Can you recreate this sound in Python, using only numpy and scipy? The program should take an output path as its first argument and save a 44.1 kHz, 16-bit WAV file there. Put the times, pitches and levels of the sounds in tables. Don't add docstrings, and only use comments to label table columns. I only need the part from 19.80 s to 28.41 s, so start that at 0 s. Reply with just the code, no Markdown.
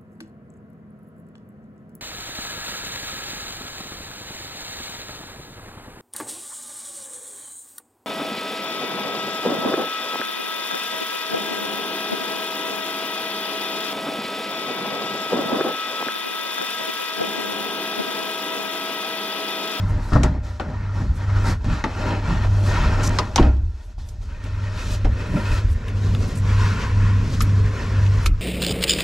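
import sys
import numpy as np
from scipy import signal
from scipy.fft import rfft, irfft, next_fast_len
from scipy.io import wavfile
from scipy.ndimage import uniform_filter1d, map_coordinates

SR = 44100
rng = np.random.default_rng(int(sys.argv[2]) if len(sys.argv) > 2 else 0)


def store_pcm(level_fs):
    pcm = np.round(np.clip(level_fs, -1, 1) * 32767).astype(np.int16)
    wavfile.write(sys.argv[1], SR, np.atleast_2d(pcm).T)


N = 379701
T = np.arange(N) / SR
CONTROL_T = np.arange(0, N / SR + .01, .002)

# (time [s], rise [s], fall [s], scrape level [dB], rustle re scrape [dB], weight re scrape [dB])
STROKES = [(.09, 0.18, 0.59, -43, -27, 2.5), (0.134, 0.031, 0.022, -48, -11, 4.5),
           (0.259, 0.052, 0.22, -40.5, -6.5, -4), (.56, 0.044, 0.072, -51, -10, 11.5),
           (0.648, 0.017, 0.15, -46, -2.5, 1), (.94, 0.065, 0.033, -40.5, -13, 2.5),
           (1.05, 0.12, 0.26, -41, -17, -2), (1.201, 0.083, 0.06, -40.5, -7, 5),
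           (1.41, 0.04, 0.05, -38.5, -11, 1), (1.56, 0.11, 0.034, -33.5, -12.5, -1.5),
           (1.702, 0.12, 0.056, -29, -9, -0.5), (1.854, 0.012, 0.042, -38, -8, 5),
           (1.9, 0.025, 0.068, -34, -11.5, 2.5), (1.95, 0.062, 0.079, -30.5, -10.5, -4),
           (2.241, 0.15, 0.091, -33, -9, -15), (2.33, 0.16, 0.088, -30, -14, 3),
           (2.49, 0.063, 0.17, -31, -12, -2.5), (2.64, 0.026, 0.023, -34, -12, -12),
           (2.891, 0.06, 0.065, -38, 2, 7.5), (2.95, 0.062, 0.14, -23.5, -13, -4.5),
           (3.07, .07, 0.17, -28.5, -12.5, 1.5), (3.25, 0.1, 0.11, -30, -13, -1),
           (3.366, 0.053, 0.019, -33, -5, 4.5), (3.64, 0.04, 0.064, -35, -26, 11),
           (4.07, 0.28, 0.094, -56.5, -0.5, 1.5), (4.19, 0.0098, 0.089, -54.5, 3, -4),
           (4.3, 0.12, 0.18, -58, 1, 5), (4.43, 0.021, 0.082, -56, 3.5, 2),
           (4.54, 0.064, 0.095, -45, -9.5, -3), (4.65, 0.045, 0.042, -42, -7.5, 0.5),
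           (4.78, 0.13, 0.68, -39.5, -9, -4.5), (5.0, 0.048, 0.052, -33.5, -6, -4.5),
           (5.149, 0.15, 0.032, -40.5, 3.5, 1.5), (5.42, 0.083, 0.13, -34, -10.5, -1),
           (5.56, 0.059, 0.11, -32.5, -12, 3.5), (5.66, .06, 0.16, -32, -9.5, -7),
           (5.77, 0.069, 0.03, -33, -4, 1.5), (5.92, 0.06, 0.031, -53, 0, -4),
           (6.09, 0.12, 0.12, -40.5, -26, 2), (6.26, 0.11, 0.092, -45, -1, 9),
           (6.4, 0.099, 0.069, -45, 1.5, 13), (6.522, 0.059, 0.021, -47, 5.5, 13),
           (6.7, 0.081, 0.055, -35.5, -7, -4), (6.85, 0.15, 0.15, -29, -8.5, -9),
           (7.02, 0.067, 0.077, -30, -10, -4), (7.25, 0.38, 0.3, -35.5, -14, -12),
           (7.55, 0.052, 0.0083, -42, 4.5, 7), (7.9, 0.09, 0.088, -38, -23, -9),
           (8.03, 0.08, 0.078, -34, -8, 1), (8.16, 0.059, 0.066, -35.5, -18, -5),
           (8.45, 0.18, 0.022, -38, -9, -11)]
# (time [s], level re hum [dB])
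IDLE_RUB = [(0, -21), (1.84, -28.5), (1.86, -26), (3.5, -17), (4.2, -30.5), (5.85, -21.5), (8.46, -23),
            (8.49, -38), (8.61, -20)]
# (time [s], half-width [s], level [dB])
FLARES = [(.1, 0.028, -47), (0.27, 0.061, -46), (1.368, 0.028, -46), (1.683, .05, -38), (2.854, 0.074, -45),
          (4.06, .03, -52), (4.292, 0.034, -48), (4.65, .02, -53), (5.6, 0.14, -44), (5.738, .04, -39),
          (5.921, 0.025, -40.5), (6.09, 0.015, -47), (6.27, 0.014, -61), (6.403, .02, -42),
          (6.487, 0.017, -43), (7.624, 0.028, -38), (8.437, 0.023, -42), (8.465, 0.011, -36)]
# (frequency [Hz], width [Hz], level [dB])
BOARD_MODES = [(612, 42, 5), (786, 35, 0), (950, 110, 2), (1380, 150, 1), (1840, 45, 10), (2570, 130, 3),
               (3100, 120, -2), (4200, 250, -2), (5400, 400, -2), (6600, 200, -2), (7700, 250, 0)]
# (frequency [Hz], level [dB])
BOARD_SCRAPE = [(500, -99), (850, 2), (1420, 1), (1660, 0.5), (1840, -3.5), (2120, -3.5), (4500, -15.5),
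                (5850, -21.5), (9900, -120)]
# (frequency [Hz], level [dB])
BOARD_BODY = [(120, -14), (200, -5), (394, -10.5), (839, -17.5), (950, -29.5), (1240, -54), (2090, -120)]
# (frequency [Hz], gain [dB])
ROD_COLOUR = [(1700, 1), (1840, 0), (2000, 3), (2600, -4.5), (5000, -0.5)]
# (frequency [Hz], gain [dB])
HAND_COLOUR = [(350, 0.5), (550, 4), (780, -7.5), (1000, -1), (2000, 0.5), (2600, 1.5), (3300, 0)]
# (frequency [Hz], level [dB])
ROLL_SCRAPE = [(500, -88), (850, -10), (1040, 0), (1270, -7.5), (1440, -3.5), (1650, -5.5), (2100, -9),
               (2750, -12), (3200, -18), (4500, -25), (5850, -24.5), (9900, -120)]
# (frequency [Hz], level [dB])
ROLL_BODY = [(120, -44), (200, -2), (318, -14.5), (425, -8), (800, -22), (1040, -99), (1760, -120)]
# (frequency [Hz], level [dB])
RUSTLE = [(1760, -5), (3000, -6), (3270, -2.5), (3760, -2), (5950, -4), (7430, -8), (8500, -15),
          (11000, -38), (18700, -120)]
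# (frequency [Hz], level [dB])
FINE_RUSTLE = [(4710, -15), (8000, -6), (10900, -11), (12300, -11.5), (13800, -22), (14800, -38)]
# (time [s], length [s], level [dB], hiss centre [Hz], fine rustle re hiss [dB])
SLIDES = [(0.341, 0.053, -38.5, 4730, -25), (1.694, 0.069, -34.5, 4400, -19),
          (3.26, 0.051, -24.5, 6030, -12), (5.134, 0.042, -33.5, 6000, -1),
          (6.577, 0.043, -36.5, 8750, -15), (7.54, 0.15, -44, 5000, -19)]
# (time [s], peak [dB], ring [Hz], rattle re crack [dB], treble slope [24 dB/octave], left re right [dB])
SNAPS = [(0.433, -11, 7200, -4, -0.41, 2), (0.798, -18.5, 2730, -8, -0.79, -1),
         (2.0402, -10, 2200, -19, -0.93, 0), (3.3866, -2, 5340, -14, -0.81, -2),
         (3.5595, -0.5, 6150, -17, -0.59, 0), (3.5789, -7, 2950, -5, -0.93, -1),
         (3.627, -21, 3030, -8, -0.66, 3), (3.768, -43, 3610, -17.5, -0.33, -11),
         (4.2884, -26, 5770, -3, 0.12, -2), (4.6394, -29, 2500, -4, -0.0056, -1),
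         (5.246, -25, 2150, -7, -0.6, -1), (7.6058, -13, 5500, -7, -0.096, -1),
         (7.6105, -14, 2330, -8, -0.53, 0), (7.612, -22, 3000, -6, 0.0021, -4),
         (7.62, -7.5, 12000, -6, 0.11, -0.5), (8.264, -24, 2520, -12, -0.78, 0),
         (8.4586, -10.5, 12000, -12, -0.19, -5), (8.4614, -5.5, 2420, -13, -0.28, -3),
         (8.4651, -8, 3870, -9, 0.04, 1)]
# (time [s], peak [dB], first ring [Hz], second ring [Hz],
# second re first [dB], t60 [s], rattle re peak [dB], left re right [dB])
KNOCKS = [(.3205, -20.5, 656, 1336, 0, 0.11, -14, 8), (.333, -18.5, 321, 1330, 1, 0.087, -13, 14),
          (.354, -15, 644, 1280, -2, 0.031, -20, 2), (.3595, -10, 594, 1245, -2, 0.049, -25, 7),
          (.368, -15.5, 608, 930, -5, 0.089, -32, 7), (0.434, -20.5, 1230, 2230, -5, 0.038, -6.5, 17),
          (0.446, -15.5, 930, 765, -11, 0.058, -13.5, 9), (.798, -18, 804, 1487, -4.5, 0.096, -14, 8),
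          (2.0405, -8.5, 650, 1890, 2, 0.015, -19, 1), (2.043, -14, 890, 1220, -6, 0.072, -14.5, 4),
          (2.506, -20.5, 1070, 1480, -13, 0.027, -13, 2), (2.647, -20.5, 680, 1060, -3, 0.044, -12, 1),
          (3.388, -10, 1082, 1240, -4, 0.078, -20, 3), (3.56, -10, 796, 1160, -3, 0.036, -17, 1),
          (3.579, -9, 780, 1100, 1, 0.089, -13.5, -1), (3.596, -7.5, 320, 780, -14, 0.067, -30, -1),
          (4.181, -39, 800, 1190, -16, 0.091, -28, -2), (5.2465, -24, 500, 1650, -5, 0.019, -5.5, -1),
          (5.253, -24.5, 750, 840, -7, 0.072, -27, 3), (5.267, -21, 430, 950, -7, 0.044, -25, 2),
          (5.291, -28, 560, 1400, -19, 0.037, -23, 3), (6.3495, -22, 570, 1340, 11, 0.015, -22, 4),
          (7.6055, -15, 1206, 1400, 3, 0.041, -22.5, 1.5), (8.460, -15.5, 487, 1300, 13, 0.017, -20, 2)]
# (time [s], peak [dB], low ring [Hz], high ring [Hz], high re low [dB])
NAIL_TICKS = [(6.0823, -26.5, 2800, 3720, -3), (6.0853, -23, 1880, 2800, 2), (6.238, -32, 2000, 3900, 4),
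              (6.3494, -18, 2720, 3500, 1.5)]
# (time [s], peak [dB], most excited frequency [Hz], t60 scale [ratio])
THUDS = [(0.3205, -12.5, 200, 0.5), (0.328, -6, 70, 1.2), (0.355, 1.5, 130, 0.64), (0.408, -6.5, 80, 1.7),
         (1.877, -27, 96.9, 0.9), (2.041, -11.5, 200, 0.39), (3.597, -1.5, 215, 0.29),
         (3.612, -3, 63.3, 1.4), (3.658, -9, 64, 1.7), (4.184, -28, 42.7, 1.1), (5.247, -20, 260, 0.34),
         (5.25, -7, 40.4, 1.5), (5.54, -8, 157, 0.44), (5.71, -13, 80.7, 0.82), (5.842, -11.5, 40.4, 0.97),
         (8.463, -19, 48, 0.6), (8.494, -9, 41.7, 0.63)]
# (frequency [Hz], level [dB], base t60 [s])
CEILING_MODES = [(40.4, 1.5, 0.16), (64.9, -2, 0.59), (123, 4.5, 0.15), (191, -14, 0.03), (217, 0, 0.21),
                 (283, 6.5, 0.27)]
# (time [s], rise [s], fall [s], deep bass [dB], upper re deep bass [dB])
WEIGHT_SHIFTS = [(.04, 0.028, 0.026, -22, -6.5), (.14, 0.062, 0.09, -21, -8), (.35, 0.022, 0.19, -20.5, 1),
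                 (.87, 0.029, 0.18, -34, 3.5), (1.1, 0.081, 0.084, -40, -13),
                 (1.209, 0.043, 0.071, -29, 2.5), (1.3, 0.039, 0.056, -17.5, -16),
                 (1.57, 0.076, 0.16, -19.5, -31), (1.71, 0.038, 0.043, -23.5, -3),
                 (1.871, 0.011, 0.097, -15, -7.5), (2.5, 0.022, 0.061, -23, 3),
                 (2.58, 0.1, 0.088, -21, -10), (3.082, 0.33, 0.062, -16.5, -22), (3.29, 0.15, 0.1, -21, -6),
                 (3.62, 0.054, 0.11, -20, -4), (3.84, 0.094, 0.082, -21, -25),
                 (4.21, 0.042, 0.039, -27, -20), (4.44, 0.17, 0.12, -32, -15),
                 (4.8, 0.076, 0.36, -32.5, -15), (5.13, 0.098, 0.043, -28, -10),
                 (5.3, 0.068, 0.062, -17, -13), (5.57, 0.072, 0.049, -27.5, 8),
                 (5.74, 0.052, 0.033, -16, -21), (5.89, 0.056, 0.088, -15.5, -42),
                 (6.27, 0.056, 0.66, -25.5, -5), (6.75, 0.13, 0.14, -21.5, -14),
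                 (7.2, 0.085, 0.32, -24.5, -6.5), (7.62, 0.3, 0.3, -24, -3), (8.2, 0.13, 0.27, -24.5, -26),
                 (8.5, 0.059, 0.088, -11.5, -33)]
# (frequency [Hz], level [dB])
FRAME_DEEP = [(8, -55), (19, -20), (28, 1.5), (40, 0.5), (65, -4), (82, -0.5), (96, -10.5), (130, -67),
              (300, -120)]
# (frequency [Hz], level [dB])
FRAME_UPPER = [(40, -120), (100, -5.5), (116, 1.5), (160, -0.5), (220, -4.5), (260, -8.5), (330, -14),
               (700, -120)]
# (start of stretch [s], time of a beat minimum [s])
BEAT_TIMING = [(0, .34), (1.845, 2.036)]
# (frequency [Hz], level re hum [dB])
WHINE = [(425.3, -36)]
# (time [s], sink [s], return [s], depth [dB])
DIPS = [(.2, .4, 0.25, 6.5), (1.33, 0.29, 0.091, -0.5), (6.05, 0.12, 0.16, 1.5), (0.601, 0.28, 0.68, 17.5),
        (2.15, 0.37, 0.34, 12.5), (3.4, 0.44, 0.61, 7), (4.049, 0.29, 0.71, 26.5), (5.4, 0.44, 0.96, 8.5),
        (7.09, 0.055, 0.047, 2), (8.06, .06, 0.044, 3.5), (8.62, 0.092, 1, 9.5)]
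# (frequency [Hz], t60 [s])
ROOF_DECAY = [(150, 0.77), (1000, 0.46), (4000, 0.082), (12000, 0.12)]
# (frequency [Hz], side re mid [dB])
STEREO_WIDTH = [(30, -27), (60, -34), (110, -24.5), (200, -18.5), (370, -12.5), (690, -10), (1260, -11),
                (2320, -6.5), (4260, -10.5), (7830, -8.5), (11000, -8.5), (14400, 0)]
# (frequency [Hz], gain [dB])
MIC_PORTS = [(100, -1.5), (7000, -3), (9000, -7.5), (12500, -12.5), (14000, -18), (15000, -39.5)]

ROD_UNTIL_S, IN_HAND_FROM_S, LIFTED_FROM_S = 1.845, 4.45, 5.85
STROKE_SHAPE, RATTLE_SHAPE = 2.18, 1
IDLE_RUSTLE_DB, IDLE_WEIGHT_DB = -5.5, 2
RATTLE_RUSTLE_DB, RATTLE_WEIGHT_DB = -13.5, 6
RATTLE_FALL, RING_LASTS = 0.56, 0.93
FINE_DB, FINE_SLOPE = -4, 1.25
SNAP_T60_S, TICK_T60_S = 0.052, 0.011
DEEP_REST_DB, UPPER_REST_DB = -7.5, -15.5
PRESS_DB, DEEP_DIP_SHARE = -4.5, 0.4
HUM_DB, ROOF_DB, TOP_HZ = -16.5, -13.0, 15000


def rubbing(scrape, rustle, fine, weight):
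    rings = lambda f: sum(abs(peak(f, hz, width)) ** 2 * amp(db) for hz, width, db in BOARD_MODES)
    hollow = lambda f: .9 + rings(f)
    faint = lambda f: 3.9 + rings(f)
    on_board = friction(lambda f: spectrum(BOARD_SCRAPE, f) * hollow(f), grit_db=1.0, rate=330)
    on_roll = friction(lambda f: spectrum(ROLL_SCRAPE, f) * faint(f), grit_db=1.0, rate=1100)
    cloth = friction(lambda f: spectrum(RUSTLE, f) * faint(f), grit_db=1.0, rate=890)
    fine_hiss = friction(fine_colour, grit_db=1.0, rate=260, lag=.3)
    board_body = friction(lambda f: spectrum(BOARD_BODY, f) * hollow(f), grit_db=1.5, rate=27)
    roll_body = friction(lambda f: spectrum(ROLL_BODY, f), grit_db=0.5, rate=110)
    on_board = np.where(T < ROD_UNTIL_S, coloured(on_board, ROD_COLOUR), on_board)
    on_board = np.where(T > IN_HAND_FROM_S, coloured(on_board, HAND_COLOUR), on_board)
    board_body = np.where(T > IN_HAND_FROM_S, coloured(board_body, HAND_COLOUR), board_body)
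    lifted = T > LIFTED_FROM_S
    surface = scrape * np.where(lifted, on_roll, on_board) + rustle * cloth
    body = weight * np.where(lifted, roll_body, board_body)
    flutter = amp(1.05 * wobble(30))
    return flutter * (scratchy(surface, depth_db=2) + fine * fine_hiss + body) * pan(0.8)


def stroke_gains():
    rattles = [(s + 0.0055, .002, RATTLE_FALL * t60, db + rattle_db, RATTLE_RUSTLE_DB, RATTLE_WEIGHT_DB)
               for s, db, *_, t60, rattle_db, _ in KNOCKS]
    s, rise, fall, db, rustle_db, weight_db = np.transpose(STROKES + rattles)
    is_stroke = np.arange(len(s)) < len(STROKES)
    shape = swells(s, rise, fall, np.where(is_stroke, STROKE_SHAPE, RATTLE_SHAPE)[:, None])
    idle_db = hum_level_db() + np.interp(T, *np.transpose(IDLE_RUB))
    scrape = summed(shape, db, idle_db)
    rustle = summed(shape, db + rustle_db, idle_db + IDLE_RUSTLE_DB)
    fine = amp(FINE_DB) * summed(shape, db + FINE_SLOPE * rustle_db, idle_db + FINE_SLOPE * IDLE_RUSTLE_DB)
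    weight = summed(shape, db + weight_db, idle_db + IDLE_WEIGHT_DB)
    pressure = summed(shape[is_stroke], (db + weight_db)[is_stroke], idle_db + IDLE_WEIGHT_DB)
    flare_s, width, flare_db = np.transpose(FLARES)
    flares = summed(swells(flare_s, width, width), flare_db, -np.inf)
    return scrape, rustle, np.hypot(fine, flares), weight, pressure


def tape_slides():
    out = np.zeros((2, N))
    hiss = friction(np.ones_like, grit_db=3.5, rate=170)
    for s, length, db, hz, fine_db in SLIDES:
        span = slice(round(s * SR) - SR // 4, round(s * SR) + SR // 4)
        swell = np.exp(-((T[span] - s) / (0.6 * length)) ** 4)
        colour = lambda f: abs(peak(f, hz, 0.63 * hz)) ** 2 + amp(fine_db) * fine_colour(f)
        out[:, span] += amp(db) * swell * unit(filtered(hiss[:, span], colour))
    return out


def snaps():
    out, t = np.zeros((2, N + SR)), T[:SR // 3]
    for s, db, hz, rattle_db, slope, pan_db in SNAPS:
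        noise = rng.standard_normal((3, len(t)))
        crack = attack(t, 0.0004) * decay(t, 0.0044) * noise[0]
        rattle = amp(rattle_db) * decay(t, SNAP_T60_S) * (noise[0] + 1.03 * noise[1:])
        tilt = lambda f: (1j * f / (1800 + 1j * f)) ** 2 * (1 + 1j * f / 3500) ** (4 * slope)
        colour = lambda f: tilt(f) * (1 + 1.7 * peak(f, hz, 0.26 * hz))
        place(out, s, filtered(crack + rattle, colour), db, pan_db)
    return out[:, :N]


def knocks():
    out, t = np.zeros((2, N + SR)), T[:SR // 3]
    board = lambda f: sum((-1) ** k * peak(f, hz, width + 120)
                          for k, (hz, width, _) in enumerate(BOARD_MODES[:6]))
    for s, db, hz1, hz2, second_db, t60, _, pan_db in KNOCKS:
        noise = rng.standard_normal((3, len(t)))
        push = 2.26 * decay(t, 0.00046) + decay(t, t60) * (noise[0] + 0.067 * noise[1:])
        hollows = lambda f: peak(f, hz1, 0.19 * hz1) - amp(second_db) * peak(f, hz2, 0.13 * hz2)
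        chatter = filtered(push, lambda f: hollows(f) + 0.021 * board(f))
        ring = sine(hz1, t) - amp(second_db) * sine(hz2, t)
        ring *= attack(t, 0.00043) * decay(t, RING_LASTS * t60)
        place(out, s, chatter / abs(chatter).max() + amp(-2) * ring / abs(ring).max(), db, pan_db)
    return out[:, :N]


def nail_ticks():
    out, t = np.zeros((2, N + SR)), T[:SR // 20]
    for s, db, low_hz, high_hz, high_db in NAIL_TICKS:
        ring = sine(low_hz, t) + amp(high_db) * sine(high_hz, t, rng.uniform(0, np.pi))
        ring *= attack(t, .0006) * decay(t, TICK_T60_S)
        click = 0.7 * decay(t, 0.0029) * rng.standard_normal(len(t))
        place(out, s, ring + click, db, pan_db=-1.5)
    return out[:, :N]


def knee_thuds():
    out, t = np.zeros(N + SR), T[:SR]
    for s, db, centre_hz, t60_scale in THUDS:
        ring = np.zeros(SR)
        for hz, mode_db, t60 in CEILING_MODES:
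            gain = amp(mode_db + rng.normal(0, 0.67) - 11.4 * abs(np.log2(hz / centre_hz)))
            ring += gain * decay(t, t60 * t60_scale) * sine(hz * rng.normal(1, 0.0067), t)
        out[round(s * SR):][:SR] -= amp(db) * attack(t, 0.00076) * ring / abs(ring).max()
    return out[:N]


def frame_rumble(pressure):
    s, rise, fall, db, upper_db = np.transpose(WEIGHT_SHIFTS)
    hum_db, shape = hum_level_db(), swells(s, rise, fall)
    deep = friction(lambda f: spectrum(FRAME_DEEP, f), grit_db=0.0, rate=8)
    upper = friction(lambda f: spectrum(FRAME_UPPER, f), grit_db=1.0, rate=30)
    deep_gain = summed(shape, db, HUM_DB + DEEP_DIP_SHARE * (hum_db - HUM_DB) + DEEP_REST_DB)
    upper_gain = summed(shape, db + upper_db, hum_db + UPPER_REST_DB)
    return deep_gain * deep + np.hypot(upper_gain, amp(PRESS_DB) * pressure) * upper


def machine_hum(low_hz=97.96, high_hz=99.97):
    starts, minima = np.transpose(BEAT_TIMING)
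    beat_t = T - minima[np.searchsorted(starts, T, "right") - 1]
    low, high = (sine(hz, beat_t, 0.08 * wobble(6)) for hz in (low_hz, high_hz))
    whine = sum(amp(db + 8.1 * wobble(8)) * sine(hz, T, wobble(5.7)) for hz, db in WHINE)
    return amp(hum_level_db() + 0.36 * wobble(16)) * (low - 0.95 * high + whine)


def hum_level_db():
    s, sink, back, depth_db = np.transpose(DIPS)
    return HUM_DB - np.interp(T, CONTROL_T, depth_db @ swells(s, sink, back))


def roof_reverb(x):
    hz, t, bands = signal.stft(rng.standard_normal((2, SR // 2)), SR, nperseg=256)
    tail = signal.istft(bands * decay(t, along(ROOF_DECAY, hz)[:, None]), SR, nperseg=256)[1]
    tail = 2.0 * tail[0] + .5 * tail
    return signal.fftconvolve(x, tail / np.linalg.norm(tail[0]), axes=1)[:, :N]


def friction(response, grit_db, rate, lag=0.58):
    size = next_fast_len(N + 8192)
    f = np.fft.rfftfreq(size, 1 / SR)
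    catches = rng.standard_normal((2, N)) * amp(grit_db * wobble(rate))
    mid, diffuse = rfft(catches, size) * response(f)
    side = (np.sqrt(1 - lag ** 2) * diffuse - 1j * lag * mid) * spectrum(STEREO_WIDTH, f)
    mid, side = irfft([mid, side], size)[:, :N]
    return np.array([mid + side, mid - side]) / np.std(mid)


def scratchy(x, depth_db):
    bands = signal.stft(x, nperseg=1024)[2]
    patches = rng.standard_normal(bands.shape[1:])
    for axis in (0, 1):
        patches = uniform_filter1d(patches, size=3, axis=axis)
    return signal.istft(bands * unit(amp(depth_db * unit(patches))), nperseg=1024)[1][:, :N]


def fine_colour(f):
    return spectrum(FINE_RUSTLE, f) / spectrum(MIC_PORTS, f)


def swells(s, rise, fall, shape=2):
    late = CONTROL_T - s[:, None]
    return np.exp(-abs(late / np.where(late < 0, rise[:, None], fall[:, None])) ** shape)


def summed(shape, db, floor_db):
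    return np.sqrt(np.interp(T, CONTROL_T, amp(db) ** 2 @ shape ** 2) + amp(floor_db) ** 2)


def place(out, s, sound, db, pan_db):
    start = round(s * SR)
    out[:, start:start + sound.shape[-1]] += sound / abs(sound).max() * amp(db) * pan(pan_db)


def pan(db):
    return amp([[db / 2], [-db / 2]])


def amp(db):
    return 10 ** (np.asarray(db) / 20)


def sine(hz, t, phase=0):
    return np.sin(2 * np.pi * hz * t + phase)


def attack(t, rise_s):
    return 1 - np.exp(-t / rise_s)


def decay(t, t60):
    return amp(-60 * t / t60)


def unit(x):
    return x / np.sqrt(np.mean(x ** 2) + 1e-20)


def wobble(rate):
    return map_coordinates(rng.standard_normal(int(N * rate / SR) + 4), [T * rate])


def peak(f, hz, width):
    return 1j * f * width / (hz * hz - f * f + 1j * f * width)


def along(points, hz):
    f, values = np.transpose(points)
    return np.interp(np.log(hz + 1), np.log(f + 1), values)


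def spectrum(points, hz):
    return amp(along(points, hz))


def filtered(x, response):
    length = x.shape[-1]
    size = next_fast_len(length + 8192)
    return irfft(rfft(x, size) * response(np.fft.rfftfreq(size, 1 / SR)), size)[..., :length]


def coloured(x, points):
    return filtered(x, lambda f: spectrum(points, f))


def scene():
    impacts = snaps() + knocks() + nail_ticks()
    scrape, rustle, fine, weight, pressure = stroke_gains()
    rub = rubbing(scrape, rustle, fine, weight)
    hands = rub + impacts + amp(ROOF_DB) * roof_reverb(impacts) + tape_slides()
    return hands + knee_thuds() + frame_rumble(pressure) + machine_hum()


def record(dry):
    dull = coloured(dry, MIC_PORTS)
    rounded = dull / (1 + abs(dull / .9) ** 4) ** .25
    return filtered(rounded, lambda hz: np.clip((TOP_HZ + 300 - hz) / 600, 0, 1) ** 2)


dry = scene()
out = record(dry)
store_pcm(out)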